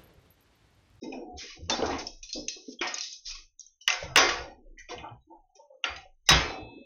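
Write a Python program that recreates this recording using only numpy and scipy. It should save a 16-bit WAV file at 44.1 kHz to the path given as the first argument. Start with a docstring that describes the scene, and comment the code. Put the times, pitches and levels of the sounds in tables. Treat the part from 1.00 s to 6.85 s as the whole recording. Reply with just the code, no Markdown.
"""Steel locking pliers jingle and snap shut on thin sheet metal at a workshop bench. Each contact is a short
pitched snap, then damped sines and noise full of close modes that ring on in pliers, sheet, bench and shop.
The slack sheet booms, drags on the wood and scrapes; knocks, rubbed notes, light pings and a humming vise join
in over a faint hiss. A narrow microphone and a noise suppressor remove quiet sound, and the bangs are clipped."""
import sys
import numpy as np
from scipy import signal
from scipy.fft import rfft, irfft, next_fast_len
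from scipy.io import wavfile
from scipy.ndimage import uniform_filter1d, map_coordinates

SR = 44100
rng = np.random.default_rng(int(sys.argv[2]) if len(sys.argv) > 2 else 0)


def natural_amplitude(level_db):
    """Convert a level in decibels to a linear amplitude factor, elementwise."""
    exponent = np.asarray(level_db, float) / 20
    return 10 ** exponent


def dump(signal):
    """Clip the signal to [-1, 1] and save it as 16-bit WAV at the path in sys.argv[1]."""
    limited = np.clip(np.atleast_2d(signal).T, -1, 1)
    pcm = np.round(limited * 32767).astype(np.int16)
    wavfile.write(sys.argv[1], SR, pcm)


N = 257984
T = np.arange(N) / SR  # time in seconds

# Tone colour of the wooden bench. Each row: frequency in Hz, relative level in dB.
BENCH = [(76, -35.5), (130, -12.5), (194, -13.5), (242, -3), (478, 0.5), (642, 0), (728, 0.5), (1600, -6.5),
         (2080, -34.5), (3520, -120)]
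# Tone colour of the thin sheet. Each row: frequency in Hz, relative level in dB.
SHEET = [(650, -24.5), (1100, 0), (1680, -1), (2470, -0.5), (2670, -7.5), (2980, -3.5), (3240, -8),
         (3600, -9.5), (4680, -31), (7920, -120)]
# Tone colour of jingling steel. Each row: frequency in Hz, relative level in dB.
JINGLE = [(1880, -39.5), (3200, -7), (4090, -6), (4980, 1.5), (6280, -4), (6500, -9), (7020, -14.5),
          (7400, -49.5), (9620, -72.5), (16300, -120)]
# Clear single notes of the bench. Each row: frequency in Hz, relative level in dB, time to fall 60 dB in seconds.
BENCH_RING = [(329, -4.5, 0.12), (530, -7.5, 0.066), (578, -8.5, 0.084), (688, -3, 0.11), (837, -2, 0.052),
              (907, -9, 0.077), (1104, -5.5, 0.23), (1250, -10.5, .12)]


def unit(x):
    """Scales a sound to an rms of 1."""
    return x / np.sqrt(np.mean(x ** 2) + 1e-20)


def add(out, s, sound):
    """Mixes a sound in, starting at time s in seconds."""
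    part = out[round(s * SR):][:len(sound)]
    part += sound[:len(part)]


def along(points, hz):
    """Reads a curve of (Hz, value) points on a log frequency axis."""
    f, v = np.transpose(points)
    return np.interp(np.log(hz + 1), np.log(f + 1), v)


def filtered(x, response):
    """Multiplies the spectrum of x by a response that depends on frequency."""
    m = next_fast_len(N + SR // 2)
    return irfft(rfft(x, m) * response(np.fft.rfftfreq(m, 1 / SR)), m)[:N]


def high_pass(x, corner_hz, order):
    """Keeps what lies above a corner frequency; a higher order cuts more steeply."""
    return filtered(x, lambda f: 1 / (1 + (corner_hz / (f + 1)) ** order))


def wobble(x):
    """A smooth random curve with one random knot per unit of x."""
    return map_coordinates(rng.standard_normal(int(x.max()) + 4), [x])


def standing(hz):
    """Strong modes of sheet and bench: peaks, and a few dips, in the gain in dB."""
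    # Modes that stand out. Each row: frequency in Hz, width in Hz, gain in dB.
    plate_modes = [(238, 47, 6.5), (318, 65, 7), (351.6, 6.7, 4), (486.5, 6.3, 10), (552, 17, 2),
                   (716.7, 8.3, 6.5), (769, 84, 6), (909.4, 56, 5), (1110, 4.7, 4.5), (1881, 41, 7),
                   (1980, 13, -7), (2090, 30, 5), (2350, 13, -5), (2490, 28, 5), (2930, 43, 1.5),
                   (2680, 16, 8.5), (3500, 17, 9), (3847, 57, 9.5), (4150, 120, 6), (4970, 3.3, 5),
                   (5580, 15, 8.5), (5840, 10, -4.5)]
    return sum(db / (1 + (2 * (hz - c) / w) ** 2) for c, w, db in plate_modes)


def dense_modes(spectrum, depth_db):
    """Noise of rms 1, ragged with many close plate modes that shift as the metal bends."""
    z = signal.stft(rng.standard_normal(N), nperseg=4096, noverlap=3072)[2]
    # every frequency gets a random gain that changes slowly in time
    ragged = unit(uniform_filter1d(rng.standard_normal(z.shape), size=5, axis=1))
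    noise = signal.istft(z * natural_amplitude(depth_db * ragged), nperseg=4096, noverlap=3072)[1][:N]
    return unit(filtered(noise, lambda hz: natural_amplitude(along(spectrum, hz) + standing(hz))))


def impulses(times, levels_db):
    """The power of each blow, placed at its moment."""
    return np.bincount((times * SR).astype(int), natural_amplitude(2 * levels_db), N)


def dying(blows, t60):
    """Power that jumps at each blow and falls 60 dB in t60 seconds."""
    return signal.lfilter([1], [1, -natural_amplitude(-120 / (t60 * SR))], blows)


def ring(modes, levels_db, length):
    """Damped sines that start together, each with its own extra level."""
    t = T[:int(length * SR)]
    return sum(natural_amplitude(db + more - 60 * t / t60) * np.sin(2 * np.pi * hz * t)
               for (hz, db, t60), more in zip(modes, levels_db))


def struck(modes, times, blows_db, spread_db):
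    """Resonators that every blow kicks at a new random strength and sign."""
    out, luck = np.zeros(N), rng.standard_normal((len(times), len(modes), 2))
    for k, (hz, db, t60) in enumerate(modes):
        strength = natural_amplitude(blows_db + db + spread_db * luck[:, k, 0])
        kicks = np.bincount((times * SR).astype(int), strength * np.sign(luck[:, k, 1]), N)
        r, turn = natural_amplitude(-60 / (t60 * SR)), 2 * np.pi * hz / SR
        out += signal.lfilter([np.sin(turn)], [1, -2 * r * np.cos(turn), r * r], kicks)
    return out


def stroke(rows, rise_s, fall_s, shift_db=0):
    """Summed gain of strokes: up 40 dB, a straight run from start to end level, then down 37 dB."""
    out = np.zeros(N + SR)  # one second of room ahead for early rises
    for (s, length, start_db, end_db, _), more in zip(rows, shift_db + np.zeros(len(rows))):
        corners = np.cumsum([0, rise_s, length, fall_s])
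        t = T[:int(corners[-1] * SR)]
        level_db = np.interp(t, corners, [start_db - 40, start_db, end_db, end_db - 37])
        add(out, 1 + s - rise_s, natural_amplitude(more + level_db))
    return out[SR:]


def snaps(rows):
    """Each contact starts with two short, chattering notes, one of the sheet and one of the pliers."""
    # The sheet note, then the pliers note. Each row: mean frequency in Hz, level in dB over its ring.
    snap_notes = [(2800, -2), (6000, -4)]
    scatter = 0.047  # typical random detuning, as a share of the frequency
    out, t = np.zeros(N), T[:int(.04 * SR)]
    for (s, level_db, _, *rings_db), luck in zip(rows, rng.standard_normal((len(rows), 2))):
        notes = [(hz * (1 + scatter * k), db, .016) for (hz, db), k in zip(snap_notes, luck)]
        onset = (1 - np.exp(-t / 0.00049)) ** 2
        chatter = 1 + .6 * wobble(t * 2500)
        snap = ring(notes, rings_db, .04) * onset * chatter
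        add(out, s - .0004, natural_amplitude(level_db - 2.0) * snap / abs(snap).max())
    return out


def contacts():
    """Each contact is a short pitched snap, a ring of the pliers, and bench, sheet and shop answering."""
    # Steel striking sheet and bench, with rebounds. Each row: start in seconds, then relative levels in dB
    # of the snap, the bench ring, the sheet ring and the jingle ring.
    blow_rows = [(0.033, -61, -36.5, -40, -41.5), (0.123, -32.5, -34, -36.5, -43.5),
                 (0.6974, -9, -23.5, -25.5, -22.5), (0.8217, -25.5, -21, -40, -50),
                 (0.8588, -23, -48, -38.5, -33.5), (0.9295, -40, -40, -31, -52),
                 (0.985, -34, -43, -48, -32.5), (1.8121, -34.5, -26, -18, -31.5),
                 (1.8701, -28.5, -54, -35, -29.5), (1.9728, -39, -62, -34.5, -41),
                 (2.309, -27.5, -42.5, -37.5, -33.5), (2.35, -35.5, -44, -50, -39.5),
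                 (2.8774, -1.5, -25, -18, -23.5), (2.9015, -7.5, -32, -28, -32.5),
                 (2.9268, -15, -48, -34.5, -35.5), (3.0304, -38, -45, -37, -40), (3.159, 0.5, -15, -9, -20),
                 (3.1726, -4, -11.5, -14, -15.5), (3.1854, -2.5, -23.5, -20, -25.5),
                 (3.2888, -19, -31, -20.5, -26.5), (3.3862, -28.5, -35, -46.5, -57.5),
                 (3.7859, -37.5, -65.5, -40.5, -42), (3.8874, -37.5, -31, -34, -45.5),
                 (3.9804, -27, -39.5, -34.5, -49), (4.0875, -37, -44, -47, -80),
                 (4.554, -35, -43.5, -73, -45), (4.8403, -9, -25.5, -20, -34.5),
                 (4.9625, -25, -43, -37.5, -40), (5.2889, 2, -15, -10, -12.5),
                 (5.3018, -13.5, -30, -24.5, -21.5), (5.3184, -6, -29, -20, -35),
                 (5.327, -10, -28, -14, -33)]
    # Loose parts of the pliers clinking in the hand. Each row: start in seconds, then relative levels in dB
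    # of the snap, the jingle ring and the sheet ring.
    clink_rows = [(0.015, -63, -44.5, -69), (.382, -40, -44.5, -52.5), (1.0688, -17.5, -37.5, -57),
                  (1.229, -32, -34.5, -40), (1.292, -28.5, -40, -40), (1.3288, -25.5, -28.5, -42.5),
                  (1.483, -11, -27.5, -36.5), (1.942, -14.5, -32, -67), (1.9834, -17.5, -35.5, -44.5),
                  (2.0084, -17, -31, -45.5), (2.039, -24.5, -36, -45), (2.1276, -26.5, -37.5, -77.5),
                  (2.2828, -42.5, -43, -46.5), (2.595, -27, -41, -72), (2.608, -27.5, -45, -69.5),
                  (2.665, -36, -50.5, -94), (2.811, -45, -41, -64.5), (4.6269, -59.5, -55.5, -77),
                  (5.263, -38, -39, -58.5)]
    # Notes of the pliers. Each row: frequency in Hz, relative level in dB, time to fall 60 dB in seconds.
    plier_modes = [(2490, -8.5, 0.098), (2590, -10, 0.45), (3686, -9.5, 0.15), (3600, -11.5, 0.1),
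                   (4450, -20, 0.11), (5270, -11.5, .3), (5540, -13.5, 0.074), (6280, -10.5, 0.069)]
    # Bench, sheet, its upper part, jingle, its shrill part. Each row: time to fall 60 dB in seconds
    # of the first ring, then of the shop's answer.
    ring_t60 = [(0.025, 0.71), (0.043, 0.55), (0.042, 0.45), (0.069, 0.55), (0.069, 0.37)]
    # Power of the shop's answer against the first ring, in dB, one value for each of the same five parts.
    shop_db = [-8, -9, -8.5, -8, -5]
    # clinks leave the bench silent
    rows = np.array(blow_rows + [(s, snap_db, -120, sheet_db, db) for s, snap_db, db, sheet_db in clink_rows])
    times, bench_db, sheet_db, jingle_db = rows[:, 0], rows[:, 2], rows[:, 3], rows[:, 4]
    out = snaps(rows)
    out += struck(plier_modes, times, jingle_db - 10, spread_db=5.0)
    bench = high_pass(dense_modes(BENCH, 7.2), 300, 6)  # steel is too quick to move the deep modes
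    jingle = dense_modes(JINGLE, 7.9)
    shrill = high_pass(jingle, 5300, 12)
    plate = dense_modes(SHEET, 5)
    upper = high_pass(plate, 2450, 12)
    bodies = [(bench, bench_db), (plate - upper, sheet_db), (upper, sheet_db),
              (jingle - shrill, jingle_db), (shrill, jingle_db)]
    for (body, db), (first_t60, shop_t60), answer_db in zip(bodies, ring_t60, shop_db):
        blows, answer = impulses(times, db), natural_amplitude(2 * answer_db)
        power = dying(blows, first_t60) + answer * dying(blows, shop_t60)
        power -= (1 + answer) * dying(blows, 0.024)  # the ring needs a moment to build
        out += body * np.sqrt(abs(power))
    return out


def sheet_booms():
    """The slack sheet booms when it flexes: a low note that follows the bend, with deep noise around it."""
    # Booms. Each row: start in seconds, length in seconds, start level in dB, end level in dB, pitch in Hz.
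    boom_rows = [(0.151, 0.068, -59, -60, 67.24), (0.339, .02, -52.5, -53, 66.7),
                 (0.598, .17, -45.5, -47, 69.4), (0.831, .1, -36.5, -40, 75.1),
                 (1.041, 0.054, -57, -58.5, 81), (1.174, .02, -67, -71, 90.7), (1.268, .02, -65, -65, 106),
                 (1.386, 0.037, -55.5, -55, 162), (1.841, .03, -54.5, -57.5, 88.6),
                 (2.281, 0.083, -71, -77, 56.18), (3.042, 0.06, -41, -36, 84.4),
                 (3.174, 0.17, -39, -48.5, 61.13), (3.397, .03, -42, -43.5, 61.3),
                 (3.547, 0.016, -51, -59, 62.6), (3.806, 0.039, -64.5, -63, 70.7),
                 (3.979, 0.035, -43, -45, 120.9), (4.126, .03, -42, -52, 119.1),
                 (4.416, 0.023, -67, -72.5, 70.87), (4.896, 0.096, -46.5, -49, 85.4),
                 (5.33, 0.19, -23, -47.5, 65.03), (5.633, 0.016, -41.5, -47, 69.6),
                 (5.77, 0.1, -62.5, -64, 58.3)]
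    # Tone colour of the deep noise. Each row: frequency in Hz, relative level in dB.
    boom_spectrum = [(30, -59), (45, -20.5), (65, 2.5), (112, -4), (170, -4.5), (230, -39.5), (300, -120)]
    s, hz = np.array(boom_rows)[:, 0], np.array(boom_rows)[:, -1]
    pitch = np.interp(T, s, hz) * (1 + 0.061 * wobble(T * 25))
    note = np.sin(2 * np.pi * np.cumsum(pitch) / SR)
    gain = stroke(boom_rows, rise_s=0.067, fall_s=0.18)
    return gain * (0.65 * note + 1.08 * dense_modes(boom_spectrum, 9))


def sheet_sway():
    """Very deep noise swells as the sheet slowly sways while it is handled."""
    # Four stretches of swaying. Each row of a stretch: time in seconds, relative level in dB.
    sway_runs = [
        [(0.0, -88.5), (0.118, -63), (0.42, -72), (0.548, -58), (1.382, -56.5), (1.628, -79.5), (1.7, -101)],
        [(2.2, -74.5), (2.234, -71), (2.266, -59.5), (2.354, -56), (2.528, -73), (2.746, -84), (2.8, -100)],
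        [(2.95, -75), (3.03, -54.5), (3.604, -62.5), (3.688, -51), (4.29, -85), (4.41, -68), (4.55, -86.5)],
        [(4.9, -83.5), (5.05, -61.5), (5.222, -65), (5.316, -47.5), (5.672, -68.5), (5.728, -82.5),
         (5.85, -68.5)],
    ]
    # each stretch fades in and out at its ends
    runs = [[(run[0][0] - .04, -110), *run, (run[-1][0] + 0.031, -110)] for run in sway_runs]
    level_db = np.interp(T, *np.vstack(runs).T) + 0.5
    return natural_amplitude(level_db) * dense_modes([(10, -28.5), (25, 6.0), (40, -7), (55, -20.0), (80, -120)], 0)


def rub(rows, dull_noise, bright_noise):
    """Strokes of rubbing noise; brightness raises the bright noise and lowers the dull one by as many dB."""
    brightness = np.array(rows)[:, -1]
    rise_s, fall_s = 0.043, 0.079
    dull = stroke(rows, rise_s, fall_s, -brightness)
    bright = stroke(rows, rise_s, fall_s, brightness)
    return dull * dull_noise + bright * bright_noise


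def sheet_drag():
    """The sheet drags on the wood: bench noise, split into a dull and a bright part, flutters gently."""
    # Drags. Each row: start in seconds, length in seconds, start level in dB, end level in dB, brightness in dB.
    drag_rows = [(0.031, 0.078, -43, -49.5, -14.5), (0.137, .24, -35, -45.5, -5),
                 (0.425, 0.032, -47.5, -44, -8), (0.561, 0.12, -44.5, -60, -9), (0.706, 0.053, -26, -33, 0),
                 (0.796, 0.054, -27, -36, -3), (0.903, 0.32, -30, -63.5, -2.5),
                 (1.36, 0.21, -37.5, -61, -7), (1.555, 0.073, -66.5, -53, -8.5),
                 (1.684, 0.059, -49.5, -59, -15.5), (2.338, .06, -62.5, -58.5, -4.5),
                 (3.05, 0.13, -56, -48, 11.5), (3.486, 0.055, -45.5, -47.5, -6),
                 (3.588, .19, -48.5, -54.5, -6.5), (3.905, 0.13, -42.5, -47, -0.5),
                 (4.042, .12, -37.5, -47.5, 2), (4.284, 0.097, -54.5, -53.5, 9), (4.424, 0.13, -59, -55, 5),
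                 (4.601, .05, -57, -56.5, 1), (4.72, 0.096, -58, -59.5, 1), (5.504, 0.24, -36, -44.5, -1.5),
                 (5.766, 0.06, -41, -48, -6)]
    wood = dense_modes(BENCH, 6.5)
    upper = high_pass(wood, 550, 6)
    return natural_amplitude(0.61 * wobble(T * 40)) * rub(drag_rows, wood - upper, upper)


def steel_scrape():
    """Steel scrapes on steel in uneven grains: sheet and jingle noise with a rough level."""
    # Scrapes. Each row: start in seconds, length in seconds, relative start level in dB, relative end level
    # in dB, brightness in dB.
    scrape_rows = [(0.033, .06, -49, -72, -1.5), (0.377, .13, -40.5, -39, 2), (0.417, 0.13, -49, -47, -7.5),
                   (0.534, .13, -41.5, -45, 1), (0.659, .03, -51, -49, -4), (0.761, .25, -37.5, -37.5, -3),
                   (1.064, .12, -59.5, -56, 10.5), (1.602, .13, -48, -40.5, 3.5),
                   (2.03, .17, -38.5, -50.5, 5.5), (2.259, .04, -38.5, -36.5, 4),
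                   (2.354, .12, -39, -58.5, 3), (2.297, 0.15, -52, -56, -8.5), (3.004, .12, -38, -54, 0),
                   (3.778, .04, -54, -60, -0.5), (3.903, .08, -35.5, -45.5, -1.5),
                   (4.051, .05, -59, -55, -7.5), (4.565, .11, -42.5, -58.5, -0.5)]
    grit = natural_amplitude(-8 + 0.67 * wobble(T * 150) + 2.4 * wobble(T * 25))
    return grit * rub(scrape_rows, dense_modes(SHEET, 1.8), dense_modes(JINGLE, 3.1))


def knocks():
    """Soft blows: a low wooden note, then the bench dying away."""
    # Dull knocks on the bench. Each row: start in seconds, relative level in dB, pitch in Hz.
    knock_rows = np.array([(0.039, -34, 347), (0.148, -38.5, 310), (0.796, -24.5, 431), (0.826, -14, 456),
                           (0.928, -27, 915), (1.36, -29.5, 330), (1.565, -31, 386), (1.688, -41, 273),
                           (1.812, -22, 349), (3.027, -26, 582), (3.912, -28, 1047), (5.309, -10, 1108)])
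    out, times, levels_db = np.zeros(N), knock_rows[:, 0], knock_rows[:, 1]
    onset = 1 - np.exp(-T[:int(.15 * SR)] / 0.00083)
    for s, db, hz in knock_rows:
        add(out, s - .001, ring([(hz, db, .04)], [0], .15) * onset)
    out += struck(BENCH_RING, times, levels_db - 16, spread_db=6)
    tail = np.sqrt(dying(impulses(times, levels_db), 0.75))
    return out + natural_amplitude(-15.0) * dense_modes(BENCH, 5.6) * tail


def nudges():
    """A hand shifts the sheet and rubs the bench: noise in each bench mode, strongest near the nudge's pitch."""
    # Nudges. Each row: start in seconds, length in seconds, start level in dB, end level in dB, pitch in Hz.
    nudge_rows = [(2.302, 0.093, -53.5, -55.5, 1145), (2.367, .04, -58, -58, 350),
                  (4.277, 0.058, -47.5, -52, 330), (4.305, 0.067, -49.5, -53, 858),
                  (4.324, 0.034, -50.5, -57.5, 568), (4.588, 0.053, -46, -54, 500),
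                  (4.597, 0.082, -48, -57, 956), (4.706, 0.089, -46, -60, 510),
                  (4.71, 0.029, -52.5, -51, 1050), (4.805, .03, -59.5, -57.5, 1100),
                  (5.058, 0.035, -53.5, -63.5, 530)]
    reach = .3  # octaves from the pitch at which a mode is 6 dB weaker
    out, pitch = np.zeros(N), np.array(nudge_rows)[:, -1]
    for hz, _, _ in BENCH_RING:
        mode = unit(filtered(rng.standard_normal(N), lambda f: 1 / (1 + ((f - hz) / 15) ** 2)))
        weaker_db = -6 * (np.log2(hz / pitch) / reach) ** 2
        out += mode * stroke(nudge_rows, rise_s=0.028, fall_s=0.15, shift_db=weaker_db)
    return out


def pings():
    """Light touches wake one mode each: a damped sine with a soft start."""
    # Pings. Each row: start in seconds, relative level in dB, pitch in Hz, time to fall 60 dB in seconds,
    # roughness in Hz.
    ping_rows = [(0.116, -39.5, 2500, 0.16, 200), (.7, -32.5, 3560, 0.26, 75),
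                 (1.789, -42.5, 3270, 0.18, 400), (2.589, -37.5, 3760, 0.054, 90),
                 (2.81, -49, 2980, 0.22, 290), (3.772, -38.5, 1950, 0.28, 1050),
                 (4.17, -60, 3860, 0.48, 18.3), (4.699, -47, 2028, .17, 47), (5.261, -42, 2100, 0.19, 210)]
    rise_cycles = 11
    out, t = np.zeros(N), T[:int(.3 * SR)]
    for s, db, hz, t60, rough_hz in ping_rows:
        chatter = 1 + 1.6 * wobble(t * rough_hz)  # a rubbing touch smears the note
        onset = 1 - np.exp(-t * hz / rise_cycles)
        add(out, s, ring([(hz, db, t60)], [0], .3) * onset * chatter)
    return out


def vise():
    """Solid steel hums on after the hardest blow, as a chord of damped sines."""
    # Notes of the vise. Each row: frequency in Hz, level in dB, time to fall 60 dB in seconds.
    vise_modes = [(1340, -40, 0.52), (2600, -41, 2.42), (3350, -50.5, 3.1), (3580, -48, 2.67),
                  (3704, -57, 1.5), (4000, -48.5, 3.15), (4300, -55, 1.1), (4950, -47.5, 0.49)]
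    out = np.zeros(N)
    add(out, 5.289, ring(vise_modes, np.zeros(len(vise_modes)), .6))
    return out


def shop_hiss():
    """Faint steady noise of the shop, softer in the deep bass and the treble."""
    colour = [(30, -19), (300, -0.5), (7000, -15.5)]  # (Hz, dB)
    return natural_amplitude(-51.5) * unit(filtered(rng.standard_normal(N), lambda hz: natural_amplitude(along(colour, hz))))


def scene():
    """All sources over a faint shop hiss."""
    metal = contacts() + sheet_booms() + sheet_sway() + sheet_drag() + steel_scrape()
    return (metal + knocks() + nudges() + pings() + vise() + shop_hiss())[None]


def suppressor(x, steep, attack_s, release_s):
    """Turns down bands whose power sinks toward the opening level; opening and closing both lag."""
    # Opening level of the bands. Each row: frequency in Hz, level in dB of one frequency bin.
    gate_points = [(40, -86), (150, -70), (400, -69), (1000, -66), (1600, -67), (3000, -78), (5000, -73.5),
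                   (7000, -88.5)]
    hz, t, z = signal.stft(x, SR, nperseg=1024, noverlap=768)
    power = uniform_filter1d(abs(z) ** 2, size=3, axis=0)
    lag = np.exp(-(t[1] - t[0]) / attack_s)  # faint sounds take longer to open a band
    power = signal.lfilter([1 - lag], [1, -lag], power, axis=1)
    keep = np.exp(-(t[1] - t[0]) / release_s)  # past power holds a band open a little longer
    power = np.maximum(power, signal.lfilter([1 - keep], [1, -keep], power, axis=1))
    ratio = abs(power) / natural_amplitude(2 * along(gate_points, hz))[:, None]
    gain = (ratio / (1 + ratio)) ** steep
    return signal.istft(z * np.maximum(gain, natural_amplitude(-68.5)), SR, nperseg=1024, noverlap=768)[1][:N]


def low_pass(x):
    """Removes everything above the highest recorded frequency."""
    return signal.sosfilt(signal.butter(12, 16520, fs=SR, output="sos"), x)


def record(dry):
    """Narrow microphone, noise suppressor, then hard clipping with barely rounded corners."""
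    # Response of the microphone. Each row: frequency in Hz, gain in dB.
    mic_points = [(20, 5), (60, -3.5), (6300, -1), (6900, -5.5), (7400, -47), (7800, -120)]
    heard = filtered(dry[0], lambda hz: natural_amplitude(along(mic_points, hz)))
    x = suppressor(heard, steep=5.91, attack_s=0.023, release_s=0.019)
    top = .34  # clipping level
    x = x / (1 + abs(x / top) ** 20) ** (1 / 20)
    return low_pass(x[None])


dry = scene()
out = record(dry)
dump(out)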